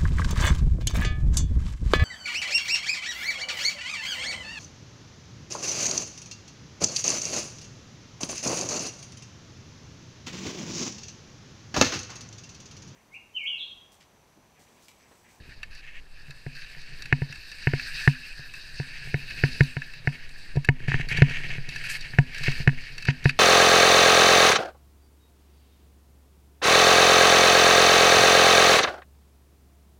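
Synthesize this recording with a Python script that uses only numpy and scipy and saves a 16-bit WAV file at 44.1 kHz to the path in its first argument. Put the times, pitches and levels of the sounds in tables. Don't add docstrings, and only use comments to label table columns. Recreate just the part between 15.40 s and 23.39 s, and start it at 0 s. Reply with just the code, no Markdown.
import sys
import numpy as np
from scipy import signal
from scipy.io import wavfile
from scipy.ndimage import uniform_filter1d

SR = 44100
rng = np.random.default_rng(int(sys.argv[2]) if len(sys.argv) > 2 else 0)


def dump_mix(stems):
    frames = np.atleast_2d(stems).T
    limited = np.clip(frames, -1, 1)
    pcm = np.round(limited * 32767).astype(np.int16)
    wavfile.write(sys.argv[1], SR, pcm)


N = 352359

# (time [s], hiss [dB], scrape [dB])
SLIDE_LEVELS = [(0.0, -58.5, -59.5), (0.62, -64, -65), (0.9, -53, -69), (1.2, -52, -55.5),
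                (1.75, -50.5, -49), (2.0, -47.5, -61.5), (2.34, -44, -42.5), (2.58, -36, -50),
                (2.96, -46.5, -65), (3.3, -44.5, -64), (3.58, -42.5, -43.5), (3.92, -42.5, -54),
                (4.1, -40, -46), (4.55, -50, -53), (5.08, -50, -58), (5.3, -61, -59), (5.55, -59, -46),
                (5.9, -47.5, -36.5), (6.25, -50.5, -50), (6.45, -40, -41), (6.86, -51, -50),
                (7.08, -37, -36), (7.33, -48, -51.5), (7.99, -50, -52.5)]
# (time [s], wind [dB], mount shake [dB])
RIDE_LEVELS = [(0.0, -41.5, -93.5), (0.85, -43, -86.5), (1.45, -42.5, -82), (1.78, -38.5, -73.5),
               (2.1, -41.5, -96), (2.4, -39.5, -75), (3.14, -42.5, -84), (3.55, -39, -74),
               (4.22, -34.5, -70.5), (4.42, -45.5, -84), (4.7, -41, -72.5), (5.12, -35.5, -92.5),
               (5.4, -33.5, -69), (5.76, -28, -59), (6.65, -37.5, -76.5), (7.19, -29.5, -69),
               (7.48, -41.5, -74.5), (7.99, -36.5, -71)]
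# (start [s], end [s], clothing or gear rustle [dB], snow hiss [dB], icy spray [dB])
SURGES = [(0.092, 0.149, -58, -52, -78), (0.305, 0.413, -66, -46.5, -68), (0.422, 0.602, -45.5, -62, -81),
          (1.151, 1.249, -52, -45.5, -67), (2.546, 2.628, -44, -36.5, -68), (4.037, 4.282, -64, -41, -59.5),
          (4.72, 4.766, -47, -48, -70), (5.246, 5.255, -58.5, -52, -45.5), (5.394, 5.469, -50, -56, -72),
          (5.478, 5.619, -34, -46, -60.5), (5.686, 5.734, -35.5, -45.5, -56), (5.763, 5.812, -34, -55, -61),
          (5.885, 6.178, -37.5, -61, -66), (6.293, 6.399, -46.5, -40, -57),
          (6.438, 6.476, -40, -34.5, -48.5), (6.489, 6.575, -35, -38, -48), (6.946, 7.233, -44, -43, -62.5),
          (7.372, 7.502, -44, -47.5, -63.5), (7.67, 7.714, -33.5, -31.5, -62),
          (7.848, 7.912, -46, -32, -53)]
# (time [s], gear drive [dB], case drive [dB])
SNAPS = [(0.2303, -36, -26), (0.3486, -39, -44.5), (0.9062, -40, -39.5), (1.4154, -42, -47),
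         (1.622, -33, -34), (1.6557, -35.5, -33.5), (1.925, -37.5, -32.5), (1.956, -41, -37),
         (2.115, -38, -34.5), (2.2235, -39.5, -36), (2.394, -39, -27.5), (3.1372, -38.5, -32.5),
         (3.906, -40, -31.5), (3.975, -48, -37), (4.233, -34, -49), (4.418, -44, -29.5),
         (4.535, -40.5, -37.5), (4.689, -48, -33.5), (4.89, -40.5, -42), (5.1609, -41, -37),
         (5.2458, -34, -28.5), (5.2524, -58, -58), (5.2734, -46.5, -47), (5.6867, -34, -27.5),
         (5.7724, -30.5, -24), (5.895, -37, -32.5), (6.2893, -33.5, -33.5), (6.3597, -32, -28),
         (6.6093, -34.5, -44.5), (6.9456, -36.5, -43), (6.9815, -32.5, -31), (7.0352, -29.5, -23),
         (7.1167, -35.5, -25), (7.5801, -33, -30.5), (7.6241, -35.5, -33), (7.6515, -30.5, -23),
         (7.676, -48.5, -24), (7.8414, -34, -40), (7.8923, -27.5, -17)]
# (time [s], thump drive [dB], click drive [dB])
CASE_KNOCKS = [(0.881, -43.5, -47), (1.063, -24.5, -36.5), (1.348, -57, -43), (1.366, -41, -54),
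               (1.518, -47.5, -49), (1.725, -9.5, -10.5), (1.818, -19.5, -30.5), (1.898, -39, -55),
               (2.27, -11, -15), (2.334, -12.5, -20), (2.675, -6.5, -9.5), (2.991, -33.5, -57),
               (3.398, -21.5, -30.5), (3.741, -13, -18.5), (4.036, -8, -11.5), (4.206, -8.5, -10),
               (4.366, -18.5, -23), (4.672, -13, -16.5), (5.155, -22, -42), (5.169, -13, -38),
               (5.287, -6.5, -8), (5.402, -35, -40), (5.481, -18, -28), (5.517, -26, -21.5),
               (5.541, -13, -18.5), (5.596, -21.5, -30.5), (5.714, -28.5, -45.5), (5.745, -29, -35),
               (5.784, -18, -27), (5.819, -4, -7), (5.91, -39, -29.5), (6.0, -33.5, -36), (6.103, -29, -31),
               (6.152, -32.5, -38), (6.181, -28.5, -33.5), (6.283, -32, -50.5), (6.735, -32, -33.5),
               (6.785, -4.5, -9.5), (7.08, -14, -18.5), (7.2, -24, -36), (7.274, -6.5, -9.5),
               (7.291, -28, -23.5), (7.684, -7, -15), (7.855, -8.5, -13)]
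# (centre [Hz], width [Hz], gain [dB])
CASE_BANDS = [(1700, 208, 1.5), (2590.4, 264, 0.5), (3865, 270, -8), (4544, 730, -4.5), (6085, 350, -22)]
# (centre [Hz], width [Hz], gain [dB])
SPRAY_BANDS = [(8230, 1540, 8.5), (8800, 14750, -0.5), (10300, 1040, -2), (12900, 420, -5)]
# (centre [Hz], width [Hz], gain [dB])
ICE_BANDS = [(7500, 4400, 2.5), (10100, 1300, 2.5), (13600, 610, -4)]
# (centre [Hz], width [Hz], gain [dB])
SCRAPE_BANDS = [(804, 483, -16), (1902, 243, 4.5), (2206.6, 289, 5), (2498, 462, 0.5), (3650, 280, -14.5),
                (5400, 220, -21), (6200, 310, -18), (7620, 300, -24)]
# (frequency [Hz], gain [dB], t60 [s])
MOUNT_MODES = [(53.3, 6.5, 0.012), (140.5, 2.5, 0.1), (252.06, -26, 0.31), (399, -2.5, 0.01457),
               (721, -12.5, 0.04), (954, -14.5, 0.0758)]
# (frequency [Hz], gain [dB], t60 [s])
WALL_MODES = [(1465, -1.5, 0.0137), (1786, 8.5, 0.016), (2176, 4.5, 0.0213), (2572, 6.5, 0.0173),
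              (2914, 0, 0.025)]
# (frequency [Hz], gain [dB], t60 [s])
GEAR_MODES = [(3826, -17, 0.0081), (4582, -20, 0.027), (5620, -23, 0.0143), (7380, -17, 0.0016),
              (10550, -25.5, 0.0025), (13300, -34.5, .004)]
# (frequency [Hz], gain [dB], t60 [s])
CASE_TAP_MODES = [(1726, -18, 0.023), (2200, -23, 0.015), (2628, -18.5, 0.0297)]

SPRAY_DB, BUFFET_DB, RATTLE_DB = -16.5, -16, -6
SURGE_EASE_DB, SURGE_RAMP_S = -2, 0.005
THUMP_LAG_S, CLICK_LAG_S = 0.00072, 0.000984
FLOOR_DB, TOP_HZ = -62, 15200


def undb(db):
    return 10 ** (np.asarray(db) / 20)


def unit_rms(x):
    return x / np.sqrt(np.mean(x ** 2))


def butter(x, order, hz, kind="low"):
    return signal.sosfilt(signal.butter(order, hz, kind, fs=SR, output="sos"), x)


def curves(table):
    times_s, *columns = np.transpose(table)
    return [np.interp(np.arange(N) / SR, times_s, column) for column in columns]


def ring(x, hz, t60_s):
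    r = np.exp(-np.log(1000) / (t60_s * SR))
    w = 2 * np.pi * hz / SR
    return signal.lfilter([0, r * np.sin(w)], [1, -2 * r * np.cos(w), r * r], x)


def modes(x, table):
    return sum((-1) ** k * undb(db) * ring(x, hz, t60_s) for k, (hz, db, t60_s) in enumerate(table))


def resonate(x, bands):
    out = 0
    for hz, width_hz, db in bands:
        b, a = signal.iirpeak(hz, hz / (1.48 * width_hz), SR)
        out = out + undb(db) * signal.lfilter(b, a, signal.lfilter(b, a, x))
    return out


def wander(rate_hz):
    hold = int(SR / rate_hz)
    steps = np.repeat(rng.standard_normal(N // hold + 1), hold)
    return 1.64 * uniform_filter1d(uniform_filter1d(steps, hold), hold)[:N]


def grit(rate_hz, spread_db):
    size = undb(spread_db * rng.exponential(size=N)) * rng.standard_normal(N)
    return unit_rms(size * (rng.random(N) < rate_hz / SR))


def flicker(bands, depth_db):
    return unit_rms(sum(resonate(grit(6000, 0.55), [band]) * undb(depth_db * wander(35))
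                        for band in bands))


def impulses(times_s, db):
    x = np.zeros(N)
    x[(times_s * SR).astype(int)] = undb(db)
    return x


def contact(x, contact_ms):
    pulse = np.hanning(int(contact_ms * SR / 1000) + 3)
    return np.convolve(x, pulse / pulse.sum())[:N]


def burst(times_s, db, decay_ms):
    envelope = signal.lfilter([1], [1, -np.exp(-1000 / (decay_ms * SR))], impulses(times_s, db))
    return envelope * grit(7000, 0.97)


def strike(times_s, db, table, contact_ms, vary_db):
    offset_db = vary_db * rng.standard_normal((len(times_s), len(table)))
    out = 0
    for k, (hz, gain_db, t60_s) in enumerate(table):
        force = contact(impulses(times_s, db + offset_db[:, k]), contact_ms)
        out = out + (-1) ** k * undb(gain_db) * ring(force, hz, t60_s)
    return out


def snow(hiss_db, hiss_surge, ice_surge):
    bumps = undb(wander(30) + 0.71 * wander(6))
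    hiss = flicker(CASE_BANDS, depth_db=1.95) * np.hypot(undb(hiss_db), hiss_surge)
    spray = flicker(SPRAY_BANDS, depth_db=2.0) * undb(hiss_db + SPRAY_DB)
    ice = flicker(ICE_BANDS, depth_db=2.7) * ice_surge
    return bumps * (hiss + spray + ice)


def scrape(db, surge):
    rub = unit_rms(resonate(grit(4000, 0.51), SCRAPE_BANDS))
    return rub * undb(2.5 * wander(45)) * np.hypot(undb(db), surge)


def mount_shake(db):
    return modes(contact(grit(150, 1.54) * undb(db), contact_ms=1.18), MOUNT_MODES)


def wind(db):
    rumble = unit_rms(butter(rng.standard_normal(N), 2, [3, 15], "band"))
    buffet = butter(grit(700, 0.94), 1, [20, 60], "band")
    buffet = unit_rms(butter(buffet, 1, 450))
    return rumble * undb(db + 1.7 * wander(8.2)) + buffet * undb(db + 2.72 * wander(9.1) + BUFFET_DB)


def mic_noise():
    return unit_rms(butter(rng.standard_normal(N), 1, 1500)) * undb(FLOOR_DB)


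def surges():
    gains = np.zeros((3, N))
    for start_s, end_s, *levels_db in SURGES:
        start, end = int(start_s * SR), int(end_s * SR)
        ease_db = SURGE_EASE_DB * np.linspace(0, 1, end - start) ** 2
        gains[:, start:end] = undb(np.array(levels_db)[:, None] + ease_db)
    return uniform_filter1d(gains, int(SURGE_RAMP_S * SR))


def ticks():
    times_s, gear_db, case_db = np.transpose(SNAPS)
    gear = modes(burst(times_s, gear_db, decay_ms=4.3), GEAR_MODES)
    case_force = contact(burst(times_s, case_db, decay_ms=6.2), contact_ms=0.21)
    return butter(gear + modes(case_force, CASE_TAP_MODES), 2, 1300, "high")


def knocks():
    times_s, thump_db, click_db = np.transpose(CASE_KNOCKS)
    click_s = times_s + CLICK_LAG_S
    thump = strike(times_s + THUMP_LAG_S, thump_db, MOUNT_MODES, contact_ms=1.368, vary_db=2.2)
    click = strike(click_s, click_db, WALL_MODES, contact_ms=0.46, vary_db=1.9)
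    rattle = strike(click_s, click_db + RATTLE_DB, GEAR_MODES[:3], contact_ms=0.1, vary_db=4.4)
    return thump + rattle + butter(click, 4, 3600)


def scene():
    hiss_db, scrape_db = curves(SLIDE_LEVELS)
    wind_db, shake_db = curves(RIDE_LEVELS)
    scrape_surge, hiss_surge, ice_surge = surges()
    sliding = snow(hiss_db, hiss_surge, ice_surge) + scrape(scrape_db, scrape_surge)
    return (sliding + mount_shake(shake_db) + knocks() + ticks() + wind(wind_db) + mic_noise())[None]


def record(dry):
    rounded = dry / (1 + np.abs(dry / 1.05) ** 5) ** (1 / 5)
    return signal.sosfilt(signal.ellip(10, .2, 80, TOP_HZ, fs=SR, output="sos"), rounded)


dry = scene()
out = record(dry)
dump_mix(out)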